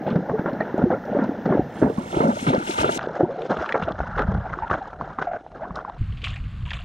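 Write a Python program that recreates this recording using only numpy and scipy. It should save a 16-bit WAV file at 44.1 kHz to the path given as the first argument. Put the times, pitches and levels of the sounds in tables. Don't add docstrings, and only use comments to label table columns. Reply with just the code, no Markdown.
import sys
import numpy as np
from scipy import signal
from scipy.fft import rfft, irfft, next_fast_len
from scipy.io import wavfile
from scipy.ndimage import uniform_filter1d, minimum_filter1d, map_coordinates

SR = 44100
rng = np.random.default_rng(int(sys.argv[2]) if len(sys.argv) > 2 else 0)


def digitize_waveform(pressure):
    field = np.atleast_2d(pressure).T
    bounded = np.clip(field, -1, 1)
    quanta = np.round(bounded * 32767).astype(np.int16)
    wavfile.write(sys.argv[1], SR, quanta)


N = 301671

# start in seconds, level in dB, first pitch in Hz, t60 in seconds.
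POCKETS = [(0.107, -17.5, 213, 0.057), (0.126, -15.5, 172, .025), (0.156, -10, 170, 0.04),
           (.297, -11, 580, 0.0078), (0.331, -15.5, 434, 0.085), (0.394, -12, 228, 0.0145),
           (0.458, -14, 402, 0.01), (0.529, -18, 238, 0.025), (.605, -21, 1840, 0.033),
           (.607, -13.5, 618, 0.018), (.742, -10.5, 307, 0.013), (0.782, -13.5, 272, 0.014),
           (.826, -14.5, 198, 0.019), (.838, -2, 222, 0.022), (.903, -13, 756, 0.014),
           (.92, -17.5, 527, 0.079), (1.153, -18.5, 568, 0.069), (1.187, -11, 277, 0.027),
           (1.217, -13, 226, 0.041), (1.291, -12.5, 273, 0.024), (1.504, -16, 158, 0.039),
           (1.521, -11, 385, 0.045), (1.551, -10, 308, 0.021), (1.589, -17, 127, 0.038),
           (1.593, -4.5, 326, 0.015), (1.824, -0.5, 300, 0.016), (1.842, -10, 240, 0.032),
           (1.895, -17, 447, 0.042), (1.981, -12.5, 213, 0.025), (2.17, -10.5, 340, 0.024),
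           (2.204, -10.5, 464, 0.018), (2.245, -12, 210, 0.038), (2.277, -13.5, 236, 0.071),
           (2.369, -21, 620, 0.021), (2.425, -19, 238, 0.024), (2.477, -14, 145.3, 0.054),
           (2.496, -15, 262, 0.056), (2.534, -21, 474, 0.012), (2.579, -13, 215, 0.02),
           (2.693, -16.5, 341, 0.025), (2.806, -24, 230, 0.022), (2.843, -7, 356, 0.017),
           (2.889, -16, 597, 0.027), (3.072, -13.5, 440, 0.011), (3.206, -6, 536, 0.017),
           (3.229, -7, 349, 0.039), (3.23, -15.5, 155, 0.034), (3.742, -10.5, 510, 0.018),
           (4.571, -27, 334, 0.018), (4.712, -21, 332, 0.0068)]
# start in seconds, peak in dB, centre in Hz, t60 in seconds.
SMACKS = [(.157, -16, 604, 0.067), (.295, -16.5, 650, 0.058), (0.459, -17.5, 900, 0.063),
          (.604, -14, 1100, 0.063), (0.902, -33, 750, 0.072), (1.151, -21, 475, 0.054),
          (1.187, -14.5, 900, 0.057), (1.455, -15, 550, 0.095), (1.524, -12.5, 630, 0.1),
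          (1.822, -12, 600, 0.12), (2.203, -6, 700, 0.11), (2.466, -11, 785, .05),
          (2.533, -11.5, 700, 0.046), (2.784, -11, 1590, 0.036), (2.804, -10, 1600, .04),
          (2.844, 1, 1190, 0.019), (2.891, -9.5, 900, 0.042), (2.992, -13, 1100, .014),
          (3.011, -28, 1300, .012), (3.501, -27, 900, 0.046), (3.743, -9, 910, 0.079),
          (4.18, -12, 1200, 0.029), (4.191, -10, 1110, 0.026), (4.536, -28, 1280, 0.029),
          (4.6993, -14, 1100, 0.012), (4.713, -16, 1290, .045), (4.738, -16, 1300, 0.02),
          (5.1878, -19, 1600, 0.02), (5.227, -18, 1400, 0.03), (5.333, -19.5, 990, 0.031),
          (5.517, -33, 1010, .03)]
# start in seconds, level in dB, length in seconds,
# first pitch in Hz, last pitch in Hz, roughness from 0 to 1.
GLUGS = [(1.976, -25, 0.015, 834, 1190, 0.5), (2.207, -28, 0.016, 2020, 2210, 0.2),
         (3.024, -32, 0.028, 976, 1630, 0.5), (3.289, -23.5, 0.052, 500, 576, 0.33),
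         (3.371, -26.5, 0.107, 415, 529, 0.6), (4.442, -26.5, 0.035, 794, 740, 0.58),
         (4.494, -39, 0.01, 1880, 2250, 0), (4.621, -20, 0.034, 876, 930, 0.5),
         (4.81, -25, 0.023, 793, 750, 0.5), (5.269, -20, 0.04, 713, 668, 0.4),
         (5.308, -24.5, 0.0734, 751, 625, 0.77), (5.617, -26.5, 0.042, 565, 1077, 0.55),
         (5.877, -26, 0.017, 760, 895, 0.25)]
# start in seconds, level in dB, first pitch in Hz.
KNOCKS = [(3.517, -15, 800), (3.529, -18, 960), (3.568, -19, 1310), (3.643, -17, 1280), (3.66, -20, 1150),
          (3.692, -15.5, 1670), (3.723, -12.5, 1910), (3.756, -8, 686), (4.003, -9, 734),
          (4.196, -15.5, 1050), (4.221, -13, 1360), (4.538, -15.5, 1350), (4.588, -16.5, 1150),
          (4.702, -10.5, 970), (4.712, -11.5, 1190), (4.745, -16.5, 1130), (4.856, -25.5, 1090),
          (4.93, -23.5, 786), (5.011, -13, 1020), (5.076, -21.5, 760), (5.104, -25, 900),
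          (5.186, -14.5, 1090), (5.224, -12.5, 860), (5.335, -26, 1200), (5.464, -23, 716),
          (5.597, -29, 900), (5.654, -24, 1040), (5.707, -23, 1090), (5.762, -20.5, 1120),
          (5.789, -18, 1170), (5.849, -17.5, 1050), (5.897, -20, 930)]
# start in seconds, level in dB.
THUMPS = [(0.839, -28.5), (1.6, -28), (1.83, -26), (2.17, -30), (2.475, -26.5), (2.8, -27.5), (3.23, -34),
          (3.505, -50), (3.585, -35), (3.824, -24.5), (4.005, -25), (4.252, -22), (4.285, -16),
          (4.342, -18.5), (4.376, -22), (4.711, -27), (5.006, -29.5), (5.094, -36.5), (5.22, -46),
          (5.707, -29.5)]
# start in seconds, peak in dB, centre in Hz, t60 in seconds.
TICKS = [(0.103, -34.5, 3300, 0.028), (.157, -34.5, 3800, .03), (.532, -40, 3800, .015),
         (.779, -40.5, 5900, 0.013), (1.0537, -40, 4500, .025), (1.238, -39, 4600, 0.039),
         (1.456, -38.5, 4200, .04), (2.5486, -22, 3550, 0.012), (2.712, -20, 3400, 0.019),
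         (2.781, -19, 3000, .02), (2.801, -17, 3300, .03), (2.875, -20, 2800, .02),
         (2.921, -17, 3300, .016), (2.976, -18, 3000, .008), (2.992, -21, 2600, 0.0047),
         (3.011, -28, 2900, 0.011), (3.0298, -29.5, 3000, 0.008), (3.039, -33, 3100, .008),
         (3.063, -38, 3800, .008), (3.154, -38, 5200, 0.0072), (3.266, -50, 2800, 0.0087),
         (3.4195, -27, 2800, 0.009), (3.5703, -25, 2500, 0.015), (3.622, -39, 5000, .012),
         (3.66, -29, 2800, 0.034), (3.69, -20.5, 2320, 0.02), (3.7238, -17, 2750, 0.021),
         (3.779, -39, 5360, 0.0078), (3.824, -21, 2400, 0.032), (3.835, -25, 2880, 0.047),
         (3.884, -34, 2800, 0.067), (3.9212, -28.5, 3100, 0.0077), (4.1796, -27, 2950, 0.038),
         (4.192, -25.5, 2930, 0.044), (4.2193, -28, 2900, .02), (4.342, -40, 3300, 0.015),
         (4.528, -45, 2700, 0.011), (4.68, -32, 2100, 0.014), (4.712, -29.5, 2800, .03),
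         (4.738, -35.5, 2700, .04), (4.826, -41, 3300, .012), (5.2156, -44, 3500, 0.018),
         (5.225, -32.5, 3100, 0.03), (5.518, -48, 3000, 0.013), (5.7075, -58, 2600, .02),
         (5.756, -29, 4300, 0.027), (5.8966, -44, 3000, 0.013)]
# start in seconds, length in seconds, then churn, slosh and spray in dB.
STEPS_COMING = [(0.069, 0.036, -24, -34.5, -46.5), (0.156, 0.012, -24, -40, -57.5),
                (0.294, 0.011, -20.5, -49, -59), (.385, 0.009, -30, -34.5, -54),
                (0.462, 0.031, -26.5, -31, -52), (0.605, 0.0041, -27.5, -35, -62),
                (0.781, 0.044, -23, -37, -55.5), (0.9, 0.038, -21.5, -29, -56.5),
                (1.15, 0.018, -24.5, -40, -70), (1.187, 0.054, -27.5, -31, -57),
                (1.458, 0.0097, -21.5, -33, -52.5), (1.492, 0.083, -21, -34, -55.5),
                (1.758, 0.075, -33.5, -39.5, -50), (1.818, 0.065, -23, -32.5, -61.5),
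                (2.132, 0.06, -29, -28.5, -55), (2.203, 0.11, -23, -25.5, -49),
                (2.469, 0.038, -24.5, -25, -34), (2.533, 0.0081, -20.5, -22.5, -50),
                (2.678, 0.029, -37, -41, -39.5), (2.783, 0.082, -29.5, -26, -32.5),
                (2.84, 0.012, -23.5, -34.5, -63), (2.89, 0.0091, -26.5, -48, -53)]
# start in seconds, length in seconds, then churn, slosh and spray in dB.
STEPS_GOING = [(3.095, 0.0087, -39, -37, -61), (3.197, 0.014, -19.5, -35.5, -59),
               (3.499, 0.022, -21.5, -30.5, -43), (3.567, 0.014, -26.5, -32.5, -57),
               (3.641, 0.008, -52, -35, -47), (3.742, 0.0068, -27.5, -26, -49),
               (3.822, 0.01, -41, -30, -52), (3.873, 0.043, -27, -36, -64),
               (3.994, 0.0096, -30.5, -29, -46.5), (4.178, 0.031, -22.5, -20.5, -43.5),
               (4.28, 0.096, -33.5, -40, -63.5), (4.53, 0.0061, -35, -28.5, -46),
               (4.702, 0.039, -26.5, -26, -44), (5.003, 0.011, -34.5, -45, -57),
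               (5.188, 0.0048, -32, -29, -51), (5.213, 0.0079, -30.5, -29.5, -44),
               (5.318, 0.048, -36.5, -41, -57), (5.548, .03, -42, -47, -59), (5.64, 0.0068, -44, -37, -61),
               (5.756, 0.044, -40, -36.5, -54)]
# time in seconds, then churn, slosh and spray in dB.
WASH_COMING = [(0, -30, -43.5, -60.5), (.34, -35.5, -46, -65.5), (.65, -36, -38.5, -56),
               (1.02, -43, -46.5, -67.5), (1.12, -28.5, -39, -58), (1.68, -43.5, -49.5, -60.5),
               (2.06, -50, -38, -48.5), (2.17, -43, -39, -39), (2.28, -42, -41, -48),
               (2.4, -59, -37, -38.5), (2.6, -56, -32, -44), (2.75, -50, -32.5, -39), (2.97, -33, -33, -37)]
# time in seconds, then churn, slosh and spray in dB.
WASH_GOING = [(3, -32.5, -36, -45.5), (3.1, -33, -37.5, -53.5), (3.17, -33, -36, -48),
              (3.28, -37.5, -49.5, -60), (3.42, -34, -45, -48.5), (3.66, -34, -31, -43.5),
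              (3.8, -32, -38, -52.5), (3.97, -53, -43.5, -57), (4.08, -40.5, -34.5, -52.5),
              (4.4, -42.5, -40, -56.5), (4.85, -40.5, -41, -54.5), (4.97, -48, -50.5, -65.5),
              (5.08, -42.5, -41.5, -57), (5.39, -53, -55.5, -63.5), (5.49, -51, -66, -66),
              (5.62, -36.5, -43.5, -59.5), (5.73, -43.5, -50, -64), (5.9, -46, -48, -61),
              (5.96, -49.5, -49.5, -59.5)]
# churn, slosh and spray fall in dB per second.
SPLASH_FALLS = (325.5, 424, 369)
# frequency in Hz, density in dB per Hz.
COMING_COLOUR = [(45, -16), (110, -11), (200, -2), (380, -6), (600, -4.5), (880, -8.5), (1130, -24),
                 (1450, -16.5), (1950, -24), (2150, -26.5), (2400, -38.5), (3300, -42.5), (4200, -50.5),
                 (10000, -92)]
# frequency in Hz, density in dB per Hz.
GOING_COLOUR = [(70, -30.5), (130, -2), (260, -3), (350, -1.5), (560, 1), (750, 2.5), (1050, -12),
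                (1500, -8), (1800, -16.5), (2100, -21), (2450, -35), (3500, -38), (4700, -43.5),
                (6500, -48.5), (11000, -85)]
# time in seconds, level in dB.
BRIGHT_SPRAY = [(1.6, -89.5), (1.79, -58), (1.88, -64), (2.15, -49.5), (2.3, -53.5), (2.43, -43),
                (2.56, -56.5), (2.65, -48), (2.7, -42.5), (2.76, -46), (2.81, -41.5), (2.86, -50),
                (2.95, -40.5)]
# start in seconds, length in seconds, level in dB.
SHEETS = [(2.473, 0.0048, -33.5), (2.535, 0.0068, -45), (2.665, 0.0066, -40.5), (2.71, 0.0095, -33),
          (2.78, 0.008, -33), (2.801, 0.012, -30)]
# frequency in Hz, density in dB per Hz.
BRIGHT_COLOUR = [(3000, -10), (4500, -7), (6000, -5), (8300, -8.5), (9200, -10), (10000, -14.5),
                 (11300, -24), (12500, -20.5), (15700, -27)]
# frequency in Hz, density in dB per Hz.
SHEET_COLOUR = [(1500, 2.5), (3000, 1), (5000, -8.5), (9000, -9.5), (11000, -22), (15700, -33.5)]
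# frequency in Hz, density in dB per Hz.
FIZZ_COLOUR = [(10500, -48.5), (11500, -14.5), (12300, -5), (14000, -10), (15700, -9)]
# frequency in Hz, lead in radians.
PORT_LEAD = [(100, 0), (330, .2), (500, .8), (700, 1.9), (1000, 3), (1500, 3.4), (2800, 4.7), (6000, 5.5)]
# centre in Hz, width in Hz, gain in dB.
HOUSING = [(1390, 42, 1.5), (2670, 32, 0.5), (2790, 48, 3.5), (3420, 27, 2.5), (3570, 63, 1.5),
           (4100, 26, 5), (4600, 140, -6.5), (8900, 120, 3.5), (9320, 150, 4)]
# start in seconds, peak in dB, centre in Hz, t60 in seconds.
FAR_SPLASHES = [(6.124, -36, 2650, .03), (6.172, -36, 2800, 0.093), (6.217, -32, 2800, 0.069),
                (6.241, -17.5, 2680, 0.11), (6.249, -17, 2700, 0.036), (6.2804, -25, 2920, 0.15),
                (6.3594, -25, 2070, 0.085), (6.453, -37, 2300, 0.066), (6.6916, -35, 2500, 0.025),
                (6.7061, -19, 2630, 0.041), (6.715, -20.5, 1620, 0.039), (6.733, -21.5, 2800, 0.054),
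                (6.818, -35, 2970, 0.07)]
# start in seconds, level in dB, first pitch in Hz, t60 in seconds.
FAR_POCKETS = [(6.125, -40, 440, 0.021), (6.231, -32, 444, 0.019), (6.248, -35, 1140, 0.024),
               (6.279, -41, 740, 0.045), (6.339, -31.5, 1800, 0.024), (6.371, -36, 785, 0.026),
               (6.667, -33.5, 960, 0.052), (6.716, -23, 910, 0.0085), (6.797, -38, 704, 0.07)]
# start in seconds, length in seconds, wash in dB.
FAR_STEPS = [(6.243, 0.029, -39.5), (6.3, 0.036, -46.5), (6.655, 0.03, -45), (6.735, 0.0042, -37.5),
             (6.78, 0.045, -57.5)]
# frequency in Hz, density in dB per Hz.
WADING_COLOUR = [(400, -21), (700, -8), (900, -18.5), (1100, -5), (1900, -10.5), (2700, -4), (3500, -10),
                 (4400, -27.5), (5400, -40.5), (7000, -25.5), (9000, -37), (14000, -57)]
# time in seconds, buffeting in dB.
BREEZE = [(3, -54), (3.7, -60.5), (4.02, -36), (4.22, -27), (4.27, -30), (4.36, -30), (4.48, -36),
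          (4.9, -45.5), (5.4, -54), (5.95, -45.5)]
# time in seconds, buffeting in dB.
GUSTS = [(5.99, -34), (6.016, -14), (6.032, -19.5), (6.07, -28.5), (6.84, -31)]
# frequency in Hz, density in dB per Hz.
BREEZE_COLOUR = [(11, -36), (18, -12), (43, 13), (119, 2), (188, 2.5), (285, -17), (348, -24), (450, -27),
                 (580, -37), (990, -120)]
# frequency in Hz, density in dB per Hz.
GUST_COLOUR = [(11, -44), (18, -8.5), (48, -5.5), (121, -7), (194, -20), (217, -26.5), (233, -26.5),
               (406, -45), (500, -40), (650, -88), (1100, -120)]
# frequency in Hz, density in dB per Hz.
FORD_FLOOR = [(15, -50.5), (25, -15.5), (97, -4.5), (221, 3), (365, -8.5), (574, -4), (815, -6),
              (1100, -23.5), (1770, -13.5), (2460, -35.5), (6060, -37.5), (10000, -70), (13000, -109),
              (22000, -120)]
# frequency in Hz, density in dB per Hz.
BANK_FLOOR = [(59, -31.5), (100, -14), (467, -13), (700, 17), (935, -6), (1510, -23.5), (2400, -43.5),
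              (3600, -30), (10000, -41), (13000, -87), (22000, -120)]
# frequency in Hz, density in dB per Hz.
FIELD_FLOOR = [(400, -16), (720, 1), (900, -3), (1100, 5), (2000, 0), (3000, -9), (4400, -7), (5400, -20),
               (8000, -25), (9500, -29), (12000, -31), (15000, -67)]
VIEW_STARTS = (2.98, 5.98)

SHED_DB, SHED_OCTAVES, SHED_S = -14.5, 1.4, 0.023
SMACK_OCTAVES, MUFFLE_HZ = 1.38, 1900
CRACK_TOP_HZ = 7200
GLUG_EDGE, GLUG_SAG_DB, GLUG_OVERTONE_DB = 7.1, 6.5, -22
GLUG_FLUTTER_DB, GLUG_DRIFT_RAD, GLUG_FROTH_DB = 5.5, 1.8, -13
KNOCK_T60_S = 0.0078
THUMP_S, THUMP_FALL_DB_PER_S = 0.0089, 399.5
RISE_DB_PER_S, SAG_DB_PER_S = 2198.5, 22
DRAIN_S, DRAIN_TIME_S, DRAINED_SHARE = 1.703, 0.26, 0.77
SHEET_FALL_DB_PER_S = 698
FAR_WASH_DB, FAR_FALL_DB_PER_S = -58, 181
FAR_DROPS_DB = -12
CEILING, TOP_HZ = 0.65, 15730


def amp(db):
    return 10 ** (np.asarray(db) / 20)


def unit(x):
    return x / np.sqrt(np.mean(x ** 2) + 1e-20)


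def along(points, hz):
    f, value = np.transpose(points)
    return np.interp(np.log(hz + 1), np.log(f + 1), value)


def curves(rows):
    s, *columns = np.transpose(rows)
    return [np.interp(np.arange(N) / SR, s, column) for column in columns]


def wobble(rate):
    knots = rng.standard_normal(int(N * rate / SR) + 4)
    return map_coordinates(knots, [np.arange(N) * rate / SR])


def filtered(x, response):
    size = next_fast_len(N + SR // 2)
    hz = np.fft.rfftfreq(size, 1 / SR)
    return irfft(rfft(x, size) * response(hz), size)[..., :N]


def coloured(x, colour, lo_hz=10, hi_hz=20000):
    def response(hz):
        low_edge = 1 + (lo_hz / (hz + 1)) ** 12
        high_edge = 1 + (hz / hi_hz) ** 12
        return amp(along(colour, hz)) * (low_edge * high_edge) ** -.5
    return unit(filtered(x, response))


def resonance(x, centre_hz, width_hz):
    def response(hz):
        loss = 1j * hz * width_hz
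        return loss / (centre_hz ** 2 - hz ** 2 + loss)
    return filtered(x, response)


def add(track, s, sound):
    start = max(round(s * SR), 0)
    part = track[start:start + len(sound)]
    part += sound[:len(part)]


def swells(rows, fall_db_per_s):
    t, power = np.arange(N) / SR, np.zeros(N)
    for s, length, db in rows:
        near = slice(max(int((s - .1) * SR), 0), int((s + length + .5) * SR))
        age = t[near] - s
        rise = np.minimum(age, 0) * RISE_DB_PER_S
        sag = np.clip(age, 0, length) * SAG_DB_PER_S
        fall = np.maximum(age - length, 0) * fall_db_per_s
        power[near] += amp(db + rise - sag - fall) ** 2
    return np.sqrt(power)


def pockets(cycles, count):
    shed = []
    for (s, db, hz, _), chances in zip(POCKETS, rng.random((len(POCKETS), count, 2))):
        for late, small in chances:
            pitch = hz * 2 ** (SHED_OCTAVES * small)
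            shed.append((s + SHED_S * late, db + SHED_DB - 4 * small, pitch, cycles / pitch))
    big = plops(POCKETS, level_db=-.5, rise=0.0087, slap_db=-29.5, slap_t60=0.036)
    return big + plops(shed, level_db=-1.5, rise=0.02, slap_db=-28.0, slap_t60=.015)


def plops(rows, level_db, rise, slap_db, slap_t60):
    track, t = np.zeros(N), np.arange(SR // 7) / SR
    soft = signal.butter(4, 1500, fs=SR, output="sos")
    for s, db, hz, t60 in rows:
        swell = (1 - np.exp(-8 * t / t60)) ** 2 * amp(-60 * t / t60)
        turns = hz * t * (1 + rise * np.minimum(t / t60, 1)) + rng.random()
        ring = swell / swell.max() * np.sin(2 * np.pi * turns)
        slap = unit(signal.sosfilt(soft, rng.standard_normal(len(t))))
        slap = slap * amp(-60 * t / slap_t60) * (1 - np.exp(-t / 0.00022))
        add(track, s, amp(db + level_db) * (ring + amp(slap_db) * slap))
    return track


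def smacks(level_db, grain_db):
    track = np.zeros(N)
    muffle = signal.butter(8, MUFFLE_HZ, fs=SR, output="sos")
    reach = 2 ** SMACK_OCTAVES
    for s, db, hz, t60 in SMACKS:
        band = signal.butter(1, [hz / reach, hz * reach], "band", fs=SR, output="sos")
        smack = signal.sosfilt(np.vstack([band, band, muffle]), burst(t60, grain_db))
        add(track, s, amp(db + level_db) * smack / np.abs(smack).max())
    return track


def burst(t60, grain_db):
    t = np.arange(SR // 7) / SR
    sizes = np.clip(rng.standard_normal(128), -2, 1.5)
    sizes[:2] = 1.5
    grain = amp(grain_db * np.interp(t, np.linspace(0, t[-1], len(sizes)), sizes))
    return rng.standard_normal(len(t)) * grain * amp(-60 * t / t60)


def glugs(level_db):
    track = np.zeros(N)
    froth = coloured(rng.standard_normal(N), GOING_COLOUR, lo_hz=603, hi_hz=2300)
    for s, db, length, first_hz, last_hz, rough in GLUGS:
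        u = np.linspace(0, 1, int(length * SR))
        flutter, drift = wobble(200)[:len(u)], wobble(250)[:len(u)]
        glide_hz = first_hz * (last_hz / first_hz) ** u
        phase = 2 * np.pi * np.cumsum(glide_hz) / SR + GLUG_DRIFT_RAD * rough * drift
        spit = amp(GLUG_FROTH_DB) * rough * (1 + np.sin(phase)) * froth[int(s * SR):][:len(u)]
        note = np.sin(phase) + amp(GLUG_OVERTONE_DB) * np.sin(2 * phase) + spit
        swell = np.tanh(GLUG_EDGE * np.sin(np.pi * u)) ** 2 * amp(-GLUG_SAG_DB * u)
        stutter = unit(amp(GLUG_FLUTTER_DB * rough * flutter))
        add(track, s, amp(db + level_db) * swell * stutter * note)
    return track


def knocks(level_db):
    rows = [(*knock, KNOCK_T60_S) for knock in KNOCKS]
    return plops(rows, level_db, rise=0.0083, slap_db=-19, slap_t60=0.032)


def thumps(level_db):
    gain = swells([(s, THUMP_S, db) for s, db in THUMPS], THUMP_FALL_DB_PER_S)
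    return amp(level_db) * gain * coloured(rng.standard_normal(N), BREEZE_COLOUR, lo_hz=60.5, hi_hz=300)


def cracks(rows, level_db, width, grain_db):
    track = np.zeros(N)
    soft = signal.butter(2, CRACK_TOP_HZ, fs=SR, output="sos")
    for s, db, hz, t60 in rows:
        edges = [hz / (1 + width), min(hz * (1 + width), SR * .45)]
        band = signal.butter(2, edges, "band", fs=SR, output="sos")
        crack = signal.sosfilt(np.vstack([band, soft]), burst(t60, grain_db))
        add(track, s, amp(db + level_db) * crack / np.abs(crack).max())
    return track


def stirring(steps, wash):
    steps = np.array(steps)
    levels = []
    for db, fall, bed in zip(steps[:, 2:].T, SPLASH_FALLS, curves(wash)):
        gain = swells(np.column_stack([steps[:, :2], db]), fall)
        levels.append(20 * np.log10(np.hypot(gain, amp(bed))))
    return levels


def splashing(levels, colour, churn_db, slosh_db, spray_db, drip_db, rate, lump_db, flicker_db):
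    churn, slosh, spray = levels
    lumps = amp(lump_db * wobble(90))
    big = coloured(bubbles(rate, 108.3, 1068, 9.04, 2.34, 0.63), colour, hi_hz=800)
    small = coloured(bubbles(2 * rate, 754, 2535, 19.1, 2.6, 0.3), colour, 937, 1800)
    patter = coloured(bubbles(1800, 2165, 9270, 18.0, 3.2, 1.0), colour, lo_hz=2320)
    patter = unit(amp(flicker_db * wobble(110)) * patter)
    drips = coloured(bubbles(41, 2300, 7200, 2.5, 2.1, 0), colour, lo_hz=2200)
    drops = patter + amp(drip_db) * drips
    water = amp(churn + churn_db) * big + amp(slosh + slosh_db) * small
    return lumps * (water + amp(spray + spray_db) * drops)


def bubbles(rate, lo_hz, hi_hz, cycles, spread_db, foam):
    count = int(rate * N / SR)
    when, pitch, size, life = rng.random((count, 4)).T
    hz = lo_hz * (hi_hz / lo_hz) ** pitch
    length = np.ceil(cycles * (.5 + life) / hz * SR).astype(int)
    which = np.repeat(np.arange(count), length)
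    age = np.arange(len(which)) - np.repeat(np.cumsum(length) - length, length)
    u = age / length[which]
    strength = hz * amp(spread_db * np.minimum(-np.log(1 - size), 3))
    tone = np.sin(2 * np.pi * hz[which] * age / SR * (1 + 0.054 * u))
    ring = strength[which] * tone * amp(-45 * u) * (1 - np.exp(-12 * u))
    stream = np.bincount((when * N).astype(int)[which] + age, ring, N)[:N]
    return unit(stream) + foam * rng.standard_normal(N)


def ports(water, open_db, bright_db, leak_db, hollow_db, choke):
    draining_s = np.maximum(np.arange(N) / SR - DRAIN_S, 0)
    share = DRAINED_SHARE * (1 - np.exp(-draining_s / DRAIN_TIME_S))
    water = water + share * amp(hollow_db) * resonance(water, centre_hz=1150, width_hz=490)
    wet = water - share * choke * resonance(water, centre_hz=1584, width_hz=670)
    opened = amp(open_db) * filtered(water, lambda hz: np.exp(1j * along(PORT_LEAD, hz)))

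    spray_db, = curves(BRIGHT_SPRAY)
    spray = coloured(bubbles(1400, 2700, 16000, 4.3, 2.6, 1.0), BRIGHT_COLOUR, lo_hz=3000)
    spray = amp(spray_db + bright_db + 1.5 * wobble(60)) * spray
    sheets = coloured(bubbles(2500, 1800, 12000, 5.4, 2.9, .4), SHEET_COLOUR, lo_hz=1500)
    sheets = swells(SHEETS, SHEET_FALL_DB_PER_S) * sheets
    fizz = coloured(bubbles(2500, 10000, 17000, 12, 2, 0.94), FIZZ_COLOUR, lo_hz=10500)
    fizz = amp(leak_db + 1.5 * wobble(25)) * fizz
    left = (1 - share) * water + share * opened + spray + sheets + fizz
    return np.array([left, wet])


def housing(x):
    def response(hz):
        return amp(sum(db * np.exp(-((hz - centre) / width) ** 2) for centre, width, db in HOUSING))
    return filtered(x, response)


def wading(level_db):
    gain = np.hypot(swells(FAR_STEPS, FAR_FALL_DB_PER_S), amp(FAR_WASH_DB))
    wash = coloured(bubbles(1300, 350, 9000, 10.7, 2.0, 0.99), WADING_COLOUR, lo_hz=350)
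    wash = amp(level_db + 1.8 * wobble(120)) * wash
    drops = amp(FAR_DROPS_DB) * coloured(bubbles(140, 730, 5300, 14, 2.5, 0), WADING_COLOUR, lo_hz=600)
    hits = cracks(FAR_SPLASHES, level_db=-3.5, width=0.26, grain_db=1.5)
    hollows = plops(FAR_POCKETS, level_db=-7.5, rise=0.022, slap_db=-17, slap_t60=0.028)
    return gain * (wash + drops) + hits + hollows


def wind(levels, colour, level_db, lump_db):
    buffet_db, = curves(levels)
    rumble = coloured(rng.standard_normal(N), colour, hi_hz=500)
    return amp(buffet_db + level_db) * unit(amp(lump_db * wobble(22)) * rumble)


def background(colour, level_db, lo_hz):
    return amp(level_db + wobble(0.49)) * coloured(rng.standard_normal(N), colour, lo_hz)


def scene():
    near_events = pockets(cycles=24.3, count=3) + smacks(level_db=-4, grain_db=2)
    near_events = near_events + glugs(level_db=0) + thumps(level_db=-1.5)
    near_events = near_events + cracks(TICKS, level_db=-5, width=0.28, grain_db=-1.0)

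    stirred = stirring(STEPS_COMING, WASH_COMING)
    coming = near_events + splashing(stirred, COMING_COLOUR, churn_db=1.5, slosh_db=-0.5, spray_db=0.0,
                                     drip_db=-11, rate=550, lump_db=0.5, flicker_db=-1.0)
    coming = coming + background(FORD_FLOOR, level_db=-38.0, lo_hz=20)

    stirred = stirring(STEPS_GOING, WASH_GOING)
    going = near_events + splashing(stirred, GOING_COLOUR, churn_db=-1.0, slosh_db=-1.0, spray_db=-5.0,
                                    drip_db=-15, rate=650, lump_db=2.58, flicker_db=0.0)
    going = going + knocks(level_db=-1.5)
    going = going + wind(BREEZE, BREEZE_COLOUR, level_db=0.5, lump_db=3.0)
    going = going + background(BANK_FLOOR, level_db=-50.0, lo_hz=80)

    far = wading(level_db=1.5) + wind(GUSTS, GUST_COLOUR, level_db=-1.5, lump_db=3.0)
    far = far + background(FIELD_FLOOR, level_db=-54.0, lo_hz=300)

    t = np.arange(N) / SR
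    second, third = [uniform_filter1d((t > s) * 1., size=128) for s in VIEW_STARTS]
    ford = ports(coming, open_db=2, bright_db=5, leak_db=-67.0, hollow_db=-1.0, choke=0.87)
    near = (1 - second) * ford + (second - third) * going
    return housing(near) + third * far


def record(dry):
    needed = np.minimum(1, CEILING / (np.abs(dry).max(axis=0) + 1e-9))
    gain = uniform_filter1d(minimum_filter1d(needed, size=256), size=256)
    return filtered(dry * gain, lambda hz: hz < TOP_HZ)


dry = scene()
out = record(dry)
digitize_waveform(out)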